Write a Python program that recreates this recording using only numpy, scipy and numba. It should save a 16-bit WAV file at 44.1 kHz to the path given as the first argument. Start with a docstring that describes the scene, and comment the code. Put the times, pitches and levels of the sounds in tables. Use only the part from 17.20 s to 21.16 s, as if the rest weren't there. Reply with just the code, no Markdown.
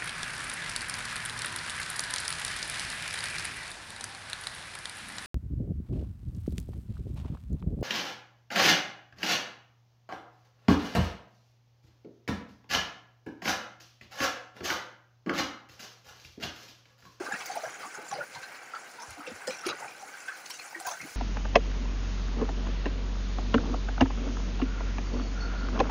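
"""A shallow round tank, where a crowd of catfish thrashes at the surface a metre or two from a phone.
Countless small ringing bubbles over hiss make a churning bed. Near fish add gulping plops with froth,
dull surges of low, slow bubbles, and tail slaps that crack and throw jets of ringing droplets.
Stray drops tick at random, and a decaying noise tail gives the short echo of the tank."""
import sys
import numpy as np
from scipy import signal
from scipy.fft import rfft, irfft
from scipy.io import wavfile
from scipy.ndimage import uniform_filter1d
from numba import njit

SR = 44100
rng = np.random.default_rng(int(sys.argv[2]) if len(sys.argv) > 2 else 0)


def ratio_of_db(decibels):
    """Turn decibels (scalar or array-like) into linear amplitude factors; 0 dB maps to 1."""
    return 10 ** (np.asarray(decibels, float) / 20)


def master(y):
    """Save y as 16-bit WAV."""
    cut = np.clip(np.atleast_2d(y).T, -1, 1)
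    pcm = np.round(cut * 32767)  # scale
    wavfile.write(sys.argv[1], SR, pcm.astype(np.int16))


N = 174636  # length in samples

# plops, air pockets that close as a fish gulps or dives:
# start_s [s], level_db [dB, before each layer's offset], pitch_hz [Hz]
PLOP_EVENTS = [(0.004, -28, 360), (0.064, -30, 1180), (0.065, -24.5, 1544), (0.089, -30.5, 790),
               (0.11, -33, 1800), (0.113, -33, 815), (0.121, -18.5, 1658), (0.138, -29, 2630),
               (0.154, -46, 780), (0.3, -26.5, 765), (0.354, -24, 845), (0.366, -20, 651),
               (0.436, -24, 661), (0.455, -27, 1570), (0.633, -25, 1197), (0.748, -29, 1470),
               (0.762, -31, 857), (0.788, -33, 440), (0.915, -31, 1117), (0.925, -24, 784),
               (0.959, -33, 495), (0.988, -26, 590), (1.009, -24, 1430), (1.16, -32, 940),
               (1.231, -31, 1560), (1.536, -25, 1325), (1.787, -29.5, 922), (1.831, -34.5, 980),
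               (1.975, -37, 690), (2.008, -33.5, 1260), (2.066, -33.5, 2730), (2.072, -30, 501),
               (2.205, -36.5, 985), (2.277, -21.5, 510), (2.441, -25.5, 1322), (2.464, -20.5, 365),
               (2.489, -23.5, 1260), (2.621, -29, 860), (2.68, -33.5, 2420), (2.83, -30, 803),
               (2.941, -30.5, 1510), (3.083, -24.5, 1540), (3.119, -27, 1480), (3.525, -34, 880),
               (3.551, -27.5, 1860), (3.56, -41, 325), (3.608, -33.5, 747), (3.655, -30, 701),
               (3.657, -30, 1560), (3.674, -28.5, 717), (3.708, -30.5, 691), (3.715, -30, 1320),
               (3.722, -34, 883), (3.74, -29.5, 1497), (3.803, -28.5, 2116)]
TOP_HZ = 15600  # highest pitch, and the edge of the treble cut
EARLY = 0.12  # how far a swarm leads its event, as a share of the swarm's time scale


@njit
def bubbles(n, start, hz, cycles, size, glide, swell, sr):
    """Each bubble swells, rings for its cycles down to -26 dB and glides upward."""
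    out = np.zeros(n)
    for j in range(len(start)):
        span = cycles[j] * sr / hz[j]  # samples
        state = 1j * size[j]
        turn = np.exp(2j * np.pi * hz[j] / sr - 3 / span)  # rotation and decay per sample
        bend = np.exp(2j * np.pi * hz[j] / sr * glide / span)
        unswollen = 1.
        shrink = np.exp(-1 / (swell * span))
        first = int(start[j] * sr)
        for i in range(max(first, 0), min(first + int(2 * span), n)):
            state, turn, unswollen = state * turn, turn * bend, unswollen * shrink
            out[i] += state.real * (1 - unswollen)
    return out


def ring(start, hz, cycles, size, glide):
    """Ring bubbles from arrays of any shape; cycles are given for 1 kHz, glide as a share of pitch."""
    cycles_rise = 0.6  # smaller bubbles ring more cycles: power of pitch
    swell_share = 0.25  # time constant of the swell, as a share of the ring
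    hz = np.clip(hz, 30, TOP_HZ)
    cycles = cycles * (hz / 1000) ** cycles_rise
    flat = [np.ravel(v).astype(float) for v in np.broadcast_arrays(start, hz, cycles, size)]
    return bubbles(N, *flat, float(glide), swell_share, float(SR))


def unit(x):
    """Scale to rms 1."""
    return x / np.sqrt(np.mean(x ** 2))


def walk(rate):
    """Random levels held 1 / rate s and slewed; spread 1."""
    hold = int(SR / rate)
    steps = rng.standard_normal(N // hold + 1)
    return unit(uniform_filter1d(steps[np.arange(N) // hold], hold))


def colour_db(hz):
    """Colour of the splashing as the phone hears it: gain in dB at hz, drawn over log frequency; the phone's
    microphone dips the treble near 3.6 and 13 kHz and lifts it near 14.6 kHz."""
    # spectral colour of the sound: freq_hz [Hz], gain_db [dB]
    spectral_colour = [(18, -60), (30, -27), (149, -11), (220, -8), (838, 1.5), (1120, -4), (1530, 5),
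                       (1750, -4), (2150, -1.5), (3640, -18), (4040, -14), (6830, -14.5), (8200, -23),
                       (10100, -20.5), (13200, -42.5), (14600, -27), (15800, -29.5)]
    freq_hz, gain_db = np.array(spectral_colour).T
    return np.interp(np.log(np.maximum(hz, 1)), np.log(freq_hz), gain_db)


def swarm(rows, count):
    """Table columns, and chance for count bubbles per event: lateness 0-1, pitch offset, size."""
    shape = (len(rows), count)
    late = rng.random(shape)
    off = rng.standard_normal(shape)
    big = rng.exponential(size=shape)
    columns = [c[:, None] for c in np.array(rows, float).T]
    return columns, late, off, big


def flurries():
    """Small splashes at random moments swell and fade: a log envelope with mean 0, spread 1."""
    per_s, fade_s, smooth_s = 40, 0.0087, 0.021
    chance = rng.random((2, N))
    kicks = (chance[0] < per_s / SR) * -np.log(chance[1])
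    fading = signal.lfilter([1], [1, -np.exp(-1 / (fade_s * SR))], kicks)
    env = np.log(uniform_filter1d(fading, int(smooth_s * SR)) + 0.15)
    return unit(env - env.mean())


def churn():
    """Dense small bubbles over hiss; octave bands swell together and flicker alone."""
    # churn of the whole shoal: time_s [s], level_db [dB], tilt_db [dB of treble lift at 4 kHz]
    shoal_churn = [(0.0, -44, 1.5), (1.36, -48.5, 1), (2.53, -47, 1), (3.42, -51.5, 5.5), (3.96, -48.5, 5)]
    per_s, mean_cycles, glide = 7000, 17.3, 0.0052  # cycles at 1 kHz
    spread_db, hiss_db = 3, -1.5  # spread per e-fold of chance; hiss against the bubbles
    flurry_db, own_db, flicker_hz = 1, 2, 24.724  # rms swing shared by all bands, and each band's own

    u = rng.random((4, int(per_s * N / SR)))
    hz = 100 * 156 ** u[1] ** 0.7  # 100 Hz to 15.6 kHz
    size = hz * ratio_of_db(-spread_db * np.log(u[3] + 0.003))
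    grains = ring(u[0] * N / SR, hz, mean_cycles * (0.5 + u[2]), size, glide)

    f = np.fft.rfftfreq(N, 1 / SR)
    bed = unit(grains) + ratio_of_db(hiss_db) * rng.standard_normal(N)
    spec = rfft(bed) * ratio_of_db(colour_db(f))
    spec = spec / np.sqrt(np.mean(irfft(spec, N) ** 2))

    t = np.arange(N) / SR
    time_s, level_db, tilt_db = np.array(shoal_churn).T
    level_now = np.interp(t, time_s, level_db)
    tilt_now = np.interp(t, time_s, tilt_db)
    flurry = flurries()
    octave = np.log2(np.maximum(f, 1) / 1000)
    out = 0
    for o in np.arange(-5, 5):  # overlapping bands, in octaves from 1 kHz
        band = irfft(spec * np.clip(1 - abs(octave - o), 0, 1), N)
        swing_db = flurry_db * flurry + own_db * walk(flicker_hz)
        out = out + band * ratio_of_db(level_now + tilt_now * max(o, 0) / 2 + swing_db)
    return out


def plops():
    """A leading air pocket amid smaller ones, most near its pitch, a few far off."""
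    cycles, glide = 16.4, 0.028  # cycles at 1 kHz; upward glide as a share of pitch
    scatter, lead_db, trail_db, trail_s = 0.041, 2.5, -3, 0.045
    (start_s, level_db, pitch_hz), late, off, big = swarm(PLOP_EVENTS, count=14)
    lead = ring(start_s, pitch_hz, cycles, ratio_of_db(level_db + lead_db), glide)
    hz = pitch_hz * np.exp(np.clip(scatter * off * (1 + off ** 2), -0.5, 0.5))
    # pockets weaken with lateness and with distance from the pitch
    size = ratio_of_db(level_db + trail_db - 2.9 * abs(off) - 2.9 * late) * big ** 0.25
    return lead + ring(start_s + (late ** 1.6 - EARLY) * trail_s, hz, cycles, size, glide)


def slosh():
    """Froth released by each plop: many brief bubbles over octaves, thickest at the start."""
    froth_db, spread_octaves, cycles, fade_s = -17, 1.14, 7.7, 0.023  # cycles at 1 kHz
    (start_s, level_db, pitch_hz), late, off, big = swarm(PLOP_EVENTS, count=60)
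    hz = np.clip(pitch_hz * 2 ** (spread_octaves * off), 120, 9000)
    size = ratio_of_db(level_db + froth_db + colour_db(hz) - colour_db(pitch_hz)) * np.sqrt(big * hz / pitch_hz)
    return ring(start_s - fade_s * np.log(1.001 - late), hz, cycles, size, 0.02)


def surges():
    """A body shoves water: a few large slow pockets start through most of each shove."""
    # surges: start_s [s], length_s [s], level_db [dB, before the layer's gain], pitch_hz [Hz]
    shoves = [(0.004, 0.11, -47, 350), (0.124, 0.04, -49, 243), (0.443, 0.06, -60, 111),
              (0.645, 0.032, -53, 254), (0.77, 0.038, -56, 190), (0.89, 0.17, -51.5, 139.5),
              (1.143, 0.049, -57.5, 117), (1.874, 0.063, -54.5, 75), (1.974, 0.039, -50.5, 252),
              (2.069, 0.065, -50.5, 197), (2.101, 0.058, -62, 83), (2.281, 0.0366, -50, 200),
              (2.46, 0.06, -44.5, 304), (2.47, 0.07, -56, 134), (2.616, 0.04, -61, 135),
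              (3.792, 0.08, -53.5, 125), (3.8, 0.072, -51, 292), (3.905, 0.036, -62.5, 116)]
    cycles, scatter, gain_db, glide = 12.6, 0.14, 9.5, 0.26  # cycles at 1 kHz; glide as a share of pitch
    (start_s, length_s, level_db, pitch_hz), late, off, big = swarm(shoves, count=10)
    hz = pitch_hz * np.exp(scatter * off)
    size = ratio_of_db(level_db + gain_db) * np.sqrt(big)
    return ring(start_s + late * length_s * 0.76, hz, cycles, size, glide)


def fold(hz):
    """Fold pitches past the top back down, and keep them above 1 kHz."""
    return np.maximum(np.minimum(hz, 2 * TOP_HZ - hz), 1000)


def sprays():
    """Each tail slap cracks and throws jets of droplets that build and thin, each jet near one pitch."""
    # tail slaps: start_s [s], level_db [dB, before the layer's offsets],
    # pitch_hz [Hz, of the leading jet], length_s [s, droplets spread over 1.6 times this]
    slaps = [(0.1221, -26, 7080, 0.015), (0.2064, -29, 3340, 0.027), (0.2588, -27, 4800, 0.042),
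             (0.3157, -26, 6390, 0.029), (0.4244, -26.5, 5850, 0.1), (0.4973, -25.5, 6900, 0.086),
             (0.7462, -25.5, 6630, 0.033), (0.8859, -28.5, 7240, 0.022), (0.9138, -25.5, 5770, 0.026),
             (0.9393, -26, 4850, 0.055), (1.1523, -31, 4300, 0.037), (1.2311, -31, 4130, 0.032),
             (1.5499, -30.5, 4560, 0.024), (1.8023, -30.5, 5300, 0.031), (1.8213, -25.5, 6090, 0.017),
             (2.0732, -32, 3530, 0.036), (2.2762, -20.5, 5200, 0.039), (2.3074, -20.5, 5910, 0.057),
             (2.3935, -26, 5620, 0.06), (2.4558, -25.5, 5030, 0.03), (2.4658, -20.5, 4590, 0.041),
             (2.4887, -17.5, 3936, 0.025), (3.0031, -31.5, 7300, 0.024), (3.0824, -34, 3370, 0.03),
             (3.2605, -29.5, 4390, 0.025), (3.3044, -20.5, 5540, 0.021), (3.3205, -38, 5500, 0.0074),
             (3.3413, -25.5, 6100, 0.035), (3.3954, -29.5, 4250, 0.035), (3.6496, -28.5, 6820, 0.015),
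             (3.6706, -20, 6470, 0.045), (3.715, -21.5, 6280, 0.035), (3.8147, -27.5, 5920, 0.015),
             (0.2593, -29.5, 15940, 0.02), (0.3551, -34.5, 14240, 0.016), (1.9066, -36, 10930, 0.012),
             (2.2724, -26.5, 8180, 0.016), (2.4663, -21, 10150, 0.014), (3.2995, -30.5, 14660, 0.012),
             (3.5997, -29.5, 11300, 0.015), (3.6716, -24, 15600, 0.043)]
    jets, spread_octaves, jet_octaves = 11, 0.6, 0.026  # pitch spread between jets, and within a jet
    drop_cycles, drops_db, lead_db = 10.9, -17.5, 9  # cycles at 1 kHz; lift of the leading jet
    crack_cycles, crack_db, crack_s = 2, -10, 0.002
    (start_s, level_db, pitch_hz, length_s), late, off, big = swarm(slaps, count=220)
    jet = np.arange(off.shape[1]) % jets
    other = jet > 0  # all but the leading jet

    hz = fold(pitch_hz * 2 ** (spread_octaves * off[:, jet] * other + jet_octaves * off[:, ::-1]))
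    drop_db = level_db + drops_db + lead_db * (jet == 0) + colour_db(hz) - colour_db(pitch_hz)
    jet_size = np.sqrt(big[:, jet]) ** other  # shared by the drops of a jet
    build_and_thin = np.sin(np.pi * late ** 0.29)
    size = ratio_of_db(drop_db) * np.sqrt(big * jet_size * hz / pitch_hz) * build_and_thin
    drops = ring(start_s + (late - EARLY) * 1.6 * length_s, hz, drop_cycles, size, 0)

    # the slap's own broad crack, two brief pings for each jet
    crack_hz = fold(pitch_hz * 2 ** off[:, -2 * jets:])
    ping_db = level_db + crack_db + colour_db(crack_hz) - colour_db(pitch_hz)
    crack_size = ratio_of_db(ping_db) * crack_hz / pitch_hz
    crack = ring(start_s + crack_s * late[:, -2 * jets:], crack_hz, crack_cycles, crack_size, 0)
    return crack + drops


def ticks():
    """Single drops landing at random, each a short stack of treble pings."""
    per_s, tick_db, cycles, stack_s = 59, -47.5, 1.5, 0.00082  # cycles at 1 kHz
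    u = rng.random((int(per_s * N / SR), 14))
    start_s = u[:, :1] * N / SR
    hz = 2500 * 6 ** u[:, 2:]  # 2.5 to 15 kHz
    drop_db = tick_db - 3.2 * np.log(u[:, 1:2] + 0.03)
    size = ratio_of_db(drop_db + colour_db(hz) - colour_db(6000)) * hz / 6000
    return ring(start_s + stack_s * u[:, :1:-1], hz, cycles, size, 0)


def tank_echo(splashes):
    """Diffuse echo off the wall and the rough water: a delayed, decaying noise tail."""
    t60_s, echo_db, delay_s = 0.12, -14, 0.0019
    t = np.arange(SR // 4) / SR
    tail = rng.standard_normal(len(t)) * ratio_of_db(-60 * t / t60_s) * (t > delay_s)
    tail = tail / np.sqrt(np.sum(tail ** 2))
    return ratio_of_db(echo_db) * signal.fftconvolve(splashes, tail)[:N]


def scene():
    """Near splashes and churn, with the tank's echo, as one channel."""
    splashes = churn() + plops() + slosh() + surges() + sprays() + ticks()
    return (splashes + tank_echo(splashes))[None]


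def band_limit(x):
    """A steep low-pass at the top of the band."""
    return signal.sosfilt(signal.butter(12, 16340, fs=SR, output="sos"), x)


def record(dry):
    """The phone cuts the deep bass and the top."""
    low_hz = 56  # the microphone hears little below
    top_cut = signal.ellip(8, 0.2, 60, TOP_HZ, fs=SR, output="sos")
    bass_cut = signal.butter(3, low_hz, "high", fs=SR, output="sos")
    mix = signal.sosfilt(np.vstack([top_cut, bass_cut]), dry)
    return band_limit(mix)


dry = scene()
out = record(dry)
master(out)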